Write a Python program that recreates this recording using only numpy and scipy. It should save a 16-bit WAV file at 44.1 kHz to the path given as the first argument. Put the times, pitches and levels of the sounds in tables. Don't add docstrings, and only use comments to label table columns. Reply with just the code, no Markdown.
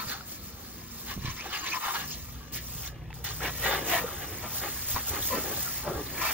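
import sys
import numpy as np
from scipy import signal
from scipy.fft import rfft, irfft, next_fast_len
from scipy.io import wavfile
from scipy.ndimage import uniform_filter1d

SR = 44100
rng = np.random.default_rng(int(sys.argv[2]) if len(sys.argv) > 2 else 0)


def bounce(signal):
    frames = np.transpose(np.atleast_2d(signal))
    limited = np.clip(frames, -1, 1)
    pcm = np.round(limited * 32767).astype(np.int16)
    wavfile.write(sys.argv[1], SR, pcm)


N = 279153


def gain_of(db):
    return 10 ** (np.asarray(db) / 20)


def evened(x):
    return x / np.sqrt(np.mean(x ** 2) + 1e-20)


def read(points, hz):
    f, *columns = np.transpose(points)
    return [np.interp(np.log(hz + 1), np.log(f + 1), c) for c in columns]


def follow(rows, t):
    s, *columns = np.transpose(rows)
    return [np.interp(t, s, c) for c in columns]


def swelled(bed, events, t):
    power = gain_of(follow(bed, t)) ** 2
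    for middle, length, *db in events:
        span = slice(*np.searchsorted(t, [middle - length / 2, middle + length / 2]))
        progress = abs((t[span] - middle) / length + .5)
        arch = abs(np.sin(np.pi * progress ** 0.92)) ** 1.34
        power[:, span] += (gain_of(db)[:, None] * arch) ** 2
    return 10 * np.log10(power)


def drops(lumpy_db, drop_s):
    lumps = evened(uniform_filter1d(rng.standard_normal(N), size=max(int(drop_s * SR), 1)))
    return evened(rng.standard_normal((2, N)) * gain_of(lumpy_db * lumps))


def coloured(x, colour_db, patchy_db, size, count=5):
    overlap = size - size // 4
    hz, t, z = signal.stft(x, SR, nperseg=size, noverlap=overlap)
    patches = uniform_filter1d(rng.standard_normal(z.shape[1:]), size=count, axis=0)
    patches = evened(uniform_filter1d(patches, size=12, axis=1, mode="wrap"))
    shaped = z * gain_of(colour_db(hz, t) + patchy_db * patches)
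    return signal.istft(shaped, SR, nperseg=size, noverlap=overlap)[1][:, :N]


def steady(points):
    return lambda hz, t: read(points, hz)[0][:, None]


def street():
    return gain_of(-83.5) * rng.standard_normal((2, N))


# time_s [levels glide between rows], low_pair_db [dB], third_db [dB], fourth_db [dB]
HUM_LEVELS = [(0, -57.5, -69, -87), (.6, -61.5, -66, -61), (1.4, -55, -60.5, -59), (1.85, -75, -75, -76),
              (2.05, -52, -49, -55), (2.4, -50.5, -55.5, -57), (2.8, -48, -51.5, -59),
              (3.1, -47.5, -47.5, -66.5), (3.8, -48, -48, -63), (4.5, -51.5, -60, -58.5),
              (6.33, -50, -53.5, -56.5)]
# pitch_hz, width_hz, level_db [added to the levels above]
HUM_TONES = [(59.9, 3.6, 1), (120.6, 4.5, -3.5), (155, 3.4, -0.5), (239, 0.94, 1.5)]


def hum(t):
    out = np.zeros((2, N))
    low_db, third_db, fourth_db = follow(HUM_LEVELS, t)
    for (hz, width, tone_db), db in zip(HUM_TONES, [low_db, low_db, third_db, fourth_db]):
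        pole = np.exp(-np.pi * width / SR)
        noise = rng.standard_normal((2, N)) + 1j * rng.standard_normal((2, N))
        waver = signal.lfilter([1 - pole], [1, -pole], noise)
        waver = waver / np.sqrt(np.mean(abs(waver) ** 2))
        core = 2.3 * np.array([[1], [1j]])
        carrier = np.exp(2j * np.pi * hz * t)
        out += gain_of(db + tone_db) * evened(((core + waver) * carrier).real)
    return out


# [re thump, before a 3 dB cut]
GUSTS = [(0.0, -57, 10), (0.92, -52.5, 2), (1.3, -42, -2), (1.41, -52.5, 1), (1.99, -59, 9),
         (2.26, -43, -11), (2.43, -51, 3), (3.17, -47.5, -4.5), (4.53, -50.5, 2.5), (5.04, -43, -12),
         (5.57, -49, 7.5), (5.78, -54, -10.5), (5.89, -50, 15), (6.08, -50, 1.5), (6.33, -50.5, 1)]
# [relative, per Hz]
THUMP_SPECTRUM = [(28, -44), (42, -2), (62, -2), (95, 3), (130, -6.5), (300, -43.5)]
# [relative, per Hz]
FLUTTER_SPECTRUM = [(60, -35.5), (120, -1), (190, 4), (300, -4), (600, -24)]


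def wind(t):
    thump_db, flutter_db = follow(GUSTS, t)
    thump = evened(coloured(drops(2.5, .03), steady(THUMP_SPECTRUM), 1.0, size=4096))
    flutter = evened(coloured(drops(2.5, .015), steady(FLUTTER_SPECTRUM), 1.5, size=2048))
    return gain_of(thump_db + 1.0) * thump + gain_of(thump_db + flutter_db - 3.0) * flutter


def rings(events, puff_share):
    length, rise_s = 4096, .0004
    out, t = np.zeros((2, N + length)), np.arange(length) / SR
    puffs = rng.standard_normal((len(events), 2, length))
    for (s, db, hz, t60), puff in zip(events, puffs):
        at = round(s * SR)
        envelope = gain_of(db - 60 * t / t60) * np.minimum(t / rise_s, 1)
        roughness = 1 + puff_share * uniform_filter1d(puff, size=8)
        out[:, at:at + length] += envelope * np.sin(2 * np.pi * hz * t) * roughness
    return out[:, :N]


# start_s, level_db, pitch_hz, t60_s
KNOCKS = [(0.07, -30.5, 122, 0.039), (1.165, -32, 190, 0.13), (1.177, -21.5, 187, 0.012),
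          (1.218, -33, 136, 0.056), (1.248, -23, 114, 0.051), (1.281, -25.5, 133, 0.051),
          (4.943, -23.5, 62.6, 0.041), (5.96, -30, 71, 0.13)]


def knocks():
    return rings(KNOCKS, puff_share=0)


# start_s, level_db [before roughening], pitch_hz, t60_s
CLICKS = [(0.208, -36.5, 1384, 0.033), (1.458, -34, 783, 0.052), (1.848, -35, 1100, 0.0059),
          (1.862, -27, 1050, 0.029), (3.104, -38, 883, 0.027), (3.107, -43, 2610, 0.03),
          (3.129, -25.5, 1950, 0.004), (3.243, -20, 11970, 0.0091), (3.248, -36, 4220, 0.044),
          (3.308, -34, 1210, 0.03), (3.405, -34, 1334, 0.034), (4.9625, -20, 997, 0.018),
          (5.876, -30, 566, 0.026), (6.214, -26.5, 1025, 0.057)]


def clicks():
    return rings(CLICKS, puff_share=1.8)


# time_s [levels glide between rows], hiss_db [before a 10 dB lift]
FLOW = [(0, -58), (1.196, -55), (1.696, -51), (2.196, -50.5), (2.519, -64), (2.532, -59), (2.876, -47),
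        (2.966, -100), (3.137, -82), (3.141, -52), (3.239, -62), (3.245, -47), (4.474, -47.5),
        (4.524, -43.5), (5.776, -40.5), (5.876, -51), (6.329, -42.5)]
# middle_s, length_s, hiss_db [before the same lift]
SURGES = [(0.016, 0.48, -47), (0.11, 0.09, -45.5), (0.321, 0.17, -48), (0.469, 0.136, -51.5),
          (0.697, 0.38, -56), (0.995, 0.25, -50), (1.101, 0.16, -47.5), (1.329, 0.15, -54),
          (1.562, 0.1, -48), (1.734, 0.25, -47.5), (1.92, 0.35, -43.5), (2.094, 0.083, -48.5),
          (2.558, 0.084, -41), (2.738, 0.44, -48.5), (3.25, 0.025, -39), (3.458, 0.093, -45.5),
          (3.688, 0.35, -40), (3.936, 0.22, -35.5), (4.572, 0.17, -42), (4.922, 0.13, -37),
          (5.089, 0.067, -37), (5.275, 0.17, -37), (5.615, 0.15, -41.5), (6.311, 0.365, -39.5)]


def hiss_level(t):
    return swelled(FLOW, SURGES, t)[0]


# [relative, per Hz]
HISS_SPECTRUM = [(2500, -12.5), (6000, -6), (8000, -1), (11500, -4.5), (13200, -2), (14200, -0.5),
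                 (16000, 0)]


def nozzle(t):
    hiss = evened(coloured(drops(1.5, .002), steady(HISS_SPECTRUM), 1.5, size=256))
    return gain_of(hiss_level(t) + 10.0) * hiss


# time_s [levels glide between rows],
# drumming_db, boom_db, splash_db, spatter_db [the first three relative, before the body modes]
DRIZZLE = [(0.0, -58.5, -55.5, -59, -91), (0.9, -56, -56, -55, -56.5), (2.1, -60, -57, -54.5, -57),
           (2.9, -58.5, -54.5, -61.5, -86), (3.2, -61, -54, -64, -74), (3.6, -52.5, -45.5, -50.5, -72),
           (4.3, -51, -48, -50, -69), (5.1, -54, -63.5, -52.5, -46.5), (5.7, -51.5, -58, -50, -80),
           (6.33, -51.5, -45.5, -54, -54)]
# middle_s, length_s, drumming_db, boom_db [hollow panel], splash_db [bright], spatter_db [as in DRIZZLE]
PASSES = [(0, 0.13, -36.5, -55, -39.5, -53.5), (0.116, 0.13, -47, -52, -40.5, -44),
          (0.159, 0.2, -47, -76, -49, -56.5), (1.108, 0.1, -46, -56, -38.5, -49),
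          (1.285, 0.14, -46, -70, -40.5, -40.5), (1.4, 0.13, -52, -57, -45.5, -45.5),
          (1.466, 0.087, -49.5, -46.5, -41.5, -50), (1.551, 0.16, -43.5, -54.5, -36, -41),
          (1.686, 0.25, -44.5, -56, -40.5, -38.5), (1.757, 0.075, -35, -64, -40.5, -39.5),
          (1.871, 0.16, -33, -55, -34, -49), (1.958, 0.054, -32.5, -56, -32, -66),
          (2.002, 0.16, -46, -51.5, -39, -42), (2.124, 0.12, -66, -65, -68, -38.5),
          (2.572, 0.11, -63, -54, -43.5, -44.5), (2.861, 0.11, -58, -67, -50.5, -43.5),
          (3.269, 0.073, -50, -53, -41.5, -39), (3.313, 0.079, -56, -61, -49, -42.5),
          (3.458, 0.125, -36.5, -38.5, -37, -41.5), (3.667, 0.11, -35.5, -30.5, -32.5, -43),
          (3.737, 0.13, -34.5, -36, -34, -41), (3.84, 0.49, -46, -35.5, -49, -76),
          (3.946, 0.17, -33.5, -47, -34.5, -60), (4.055, 0.27, -44.5, -42.5, -69, -72),
          (4.232, 0.073, -51, -44.5, -43.5, -64), (4.456, 0.085, -42.5, -44, -48.5, -59),
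          (4.655, 0.12, -40.5, -42.5, -39, -58), (4.978, 0.089, -40, -42, -39, -58),
          (5.155, 0.15, -41.5, -40.5, -41, -60.5), (5.28, 0.27, -59, -70, -59, -58),
          (5.364, 0.14, -39.5, -37.5, -38.5, -48.5), (5.5, 0.25, -46, -42.5, -45, -55),
          (5.89, 0.14, -37, -36.5, -51.5, -63), (5.963, 0.17, -43, -36, -52, -72),
          (6.265, 0.31, -38, -56, -40.5, -58.5), (6.268, 0.16, -37.5, -72, -33.5, -41)]


def impact_levels(t):
    return swelled(DRIZZLE, PASSES, t)


# [relative, per Hz]
SPATTER_SPECTRUM = [(1800, -12.5), (3500, -1.5), (5500, 2.5), (7500, -3), (10000, -33.5), (14000, -32.5)]


def spatter(t):
    spray_follows, spray_db = 0.61, -21
    jet_gain = gain_of(spray_follows * hiss_level(t) + spray_db)
    pass_gain = gain_of(impact_levels(t)[3])
    noise = evened(coloured(drops(1.4, 0.0039), steady(SPATTER_SPECTRUM), 4.06, size=256))
    return np.hypot(jet_gain, pass_gain) * noise


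# middle_s, length_s, level_db, start_pitch_hz, end_pitch_hz, width_hz [of each of two equal poles]
SINGING_SPOTS = [(0.134, 0.056, -40, 1940, 1320, 350), (1.413, 0.085, -42, 1900, 3160, 600),
                 (1.552, 0.077, -37, 3300, 2120, 700), (1.673, 0.042, -35.5, 2110, 2600, 600),
                 (1.736, 0.041, -31.5, 2420, 2340, 603), (3.671, .09, -33, 1950, 2000, 120),
                 (3.704, 0.057, -33, 540, 530, 69.5), (3.951, 0.045, -30.5, 685, 680, 60),
                 (4.05, 0.031, -34.5, 500, 475, 90), (4.975, 0.039, -36, 1060, 1180, 252),
                 (5.339, 0.085, -36, 1004, 1060, 108), (5.337, .08, -37, 540, 533, 131),
                 (5.388, 0.079, -36, 402, 281, 161), (5.683, 0.077, -45.5, 1380, 1330, 130),
                 (5.887, .07, -36, 613, 574, 50)]


def singing():
    out = np.zeros((2, N))
    patter = drops(2.3, .002)
    for middle, length, db, start_hz, end_hz, width in SINGING_SPOTS:
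        at = round((middle - length / 2) * SR)
        u = np.arange(0, 1, 1 / (length * SR))
        span = slice(at, at + len(u))
        pitch_hz = start_hz + (end_hz - start_hz) * u
        turn = np.exp(2j * np.pi * np.cumsum(pitch_hz) / SR)
        pole = np.exp(-np.pi * width / SR)
        ring = signal.lfilter([1], np.convolve([1, -pole], [1, -pole]), patter[:, span] / turn)
        out[:, span] += gain_of(db) * np.sin(np.pi * u ** 0.76) * evened((ring * turn).real)
    return out


# [dB, relative]
BODY_MODES = [(212, 150, -8, -7.5, -3, 1.5), (358, 68, 1, 4.5, -4, 5.5), (478.5, 67, 6.5, 5.5, 6, 6.5),
              (560, 74, 0, -9, -17, 5), (800, 108, -0.5, -1.5, 5.5, 3.5), (1086, 176, -7.5, 5.5, 0.5, 0.5),
              (1260, 190, 3, -3.5, 0, -3), (1560, 97, -2, -10, 2, -2.5), (1753, 97, 3.5, 3, 4.5, 3.5),
              (1903, 93, 0, -9, 7.5, 3.5), (2186, 680, -2.5, -2, 3, 1), (2950, 260, -20, -2, 1, -8),
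              (3790, 460, -10, -6.5, 1, -12.5), (4440, 470, 5.5, -5, -10, -2)]
SPOT_S = (.2, 1.2, 2.1, 3.2, 4.1, 4.4)
ZONES_HZ = (420, 1050, 2300)


def drumming():
    def colour_db(hz, t):
        force_db, boom_db, splash_db, _ = impact_levels(t)
        modes = 0
        for f, width, door, wing, rim, tyre in BODY_MODES:
            mode_db = np.interp(t, SPOT_S, [door, wing, wing, rim, rim, tyre])
            modes = modes + gain_of(mode_db) ** 2 / (1 + (2 * (hz[:, None] - f) / width) ** 2)
        place = np.interp(np.log(hz + 1), np.log(ZONES_HZ), [-1, 0, 1])[:, None]
        blend = np.clip(1.92 * abs(place) - .4, 0, 1)
        outer_db = np.where(place < 0, boom_db, splash_db - 3.0)
        zone_db = (1 - blend) * force_db + blend * outer_db
        walls_db = -10 * np.log10((1 + (180 / (hz + 1)) ** 6) * (1 + (hz / 4500) ** 8))
        return 10 * np.log10(modes) + walls_db[:, None] + zone_db
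    return gain_of(14.0) * coloured(drops(2.14, .0025), colour_db, 1.7, size=512, count=2)


def sheet_metal(x, t):
    t60_s, ring_db, drifts_per_s = 0.078, -4.0, 4.5
    u = np.arange(6000) / SR
    patch_rings = rng.standard_normal((3, len(u))) * gain_of(-60 * u / t60_s)
    patch_rings /= np.linalg.norm(patch_rings, axis=1, keepdims=True)
    turns = np.cos(np.pi * (drifts_per_s * t + np.arange(3)[:, None] / 3)) * np.sqrt(2 / 3)
    rung = sum(signal.oaconvolve(x * turn, ring[None])[:, :N] for turn, ring in zip(turns, patch_rings))
    return (x + gain_of(ring_db) * rung) / np.hypot(1, gain_of(ring_db))


# pitch_hz, likeness [0-1], lead_early, lead_late [radians the right port leads],
# level_db [left re right]
PORTS = [(40, .96, .1, 0, 0), (170, .87, .15, 0, .1), (340, .92, .2, -.1, .6), (520, .9, .2, -.25, 1.6),
         (700, .85, .45, -.1, 4), (1050, .9, .6, .15, 5.5), (1400, .68, .8, .55, 5.3),
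         (1900, .72, .8, .2, -2.5), (2400, .65, .4, -.4, 1), (3100, .6, 1.7, -.3, -1),
         (3950, .65, 1.65, 2.35, -.7), (5000, .3, 2.6, 2.9, -.5), (6000, .62, 4.3, 4.4, .6),
         (7050, .72, 3.8, 3.75, 0), (7700, .9, 3.3, 3.3, 0), (11900, .92, 3, 3, 0),
         (13100, .67, 2.3, 2.3, 0), (14100, .75, 1.65, 1.65, 0), (15900, .62, .8, .8, 0)]
# from, to [Hz]
HOLLOW_HZ = (7750, 11850)
# from, to [s]
TURN_S = (2.1, 2.9)


def ports(pair, t):
    size = next_fast_len(N)
    hz = np.fft.rfftfreq(size, 1 / SR)
    like, lead_early, lead_late, lean_db = read(PORTS, hz)
    left, other = rfft(pair, size)
    phase_turns = np.exp(1j * np.array([lead_early, lead_late]))
    right = like * phase_turns * left + np.sqrt(1 - like ** 2) * other
    hollow = (hz > HOLLOW_HZ[0]) & (hz < HOLLOW_HZ[1])
    lean = gain_of(lean_db / 2)
    early, late = irfft(np.where(hollow, -left, right) / lean, size)[:, :N]
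    turned = np.interp(t, TURN_S, [0, 1])
    return np.array([irfft(left * lean, size)[:N], (1 - turned) * early + turned * late])


def scene():
    t = np.arange(N) / SR
    background = street() + hum(t) + wind(t) + knocks()
    water = clicks() + nozzle(t) + spatter(t) + singing() + sheet_metal(drumming(), t)
    return ports(background + water, t)


def record(dry):
    edge_hz = 15760
    low_pass = signal.firwin(2047, edge_hz, window=("kaiser", 9), fs=SR)
    return signal.oaconvolve(dry, low_pass[None], "same")


dry = scene()
out = record(dry)
bounce(out)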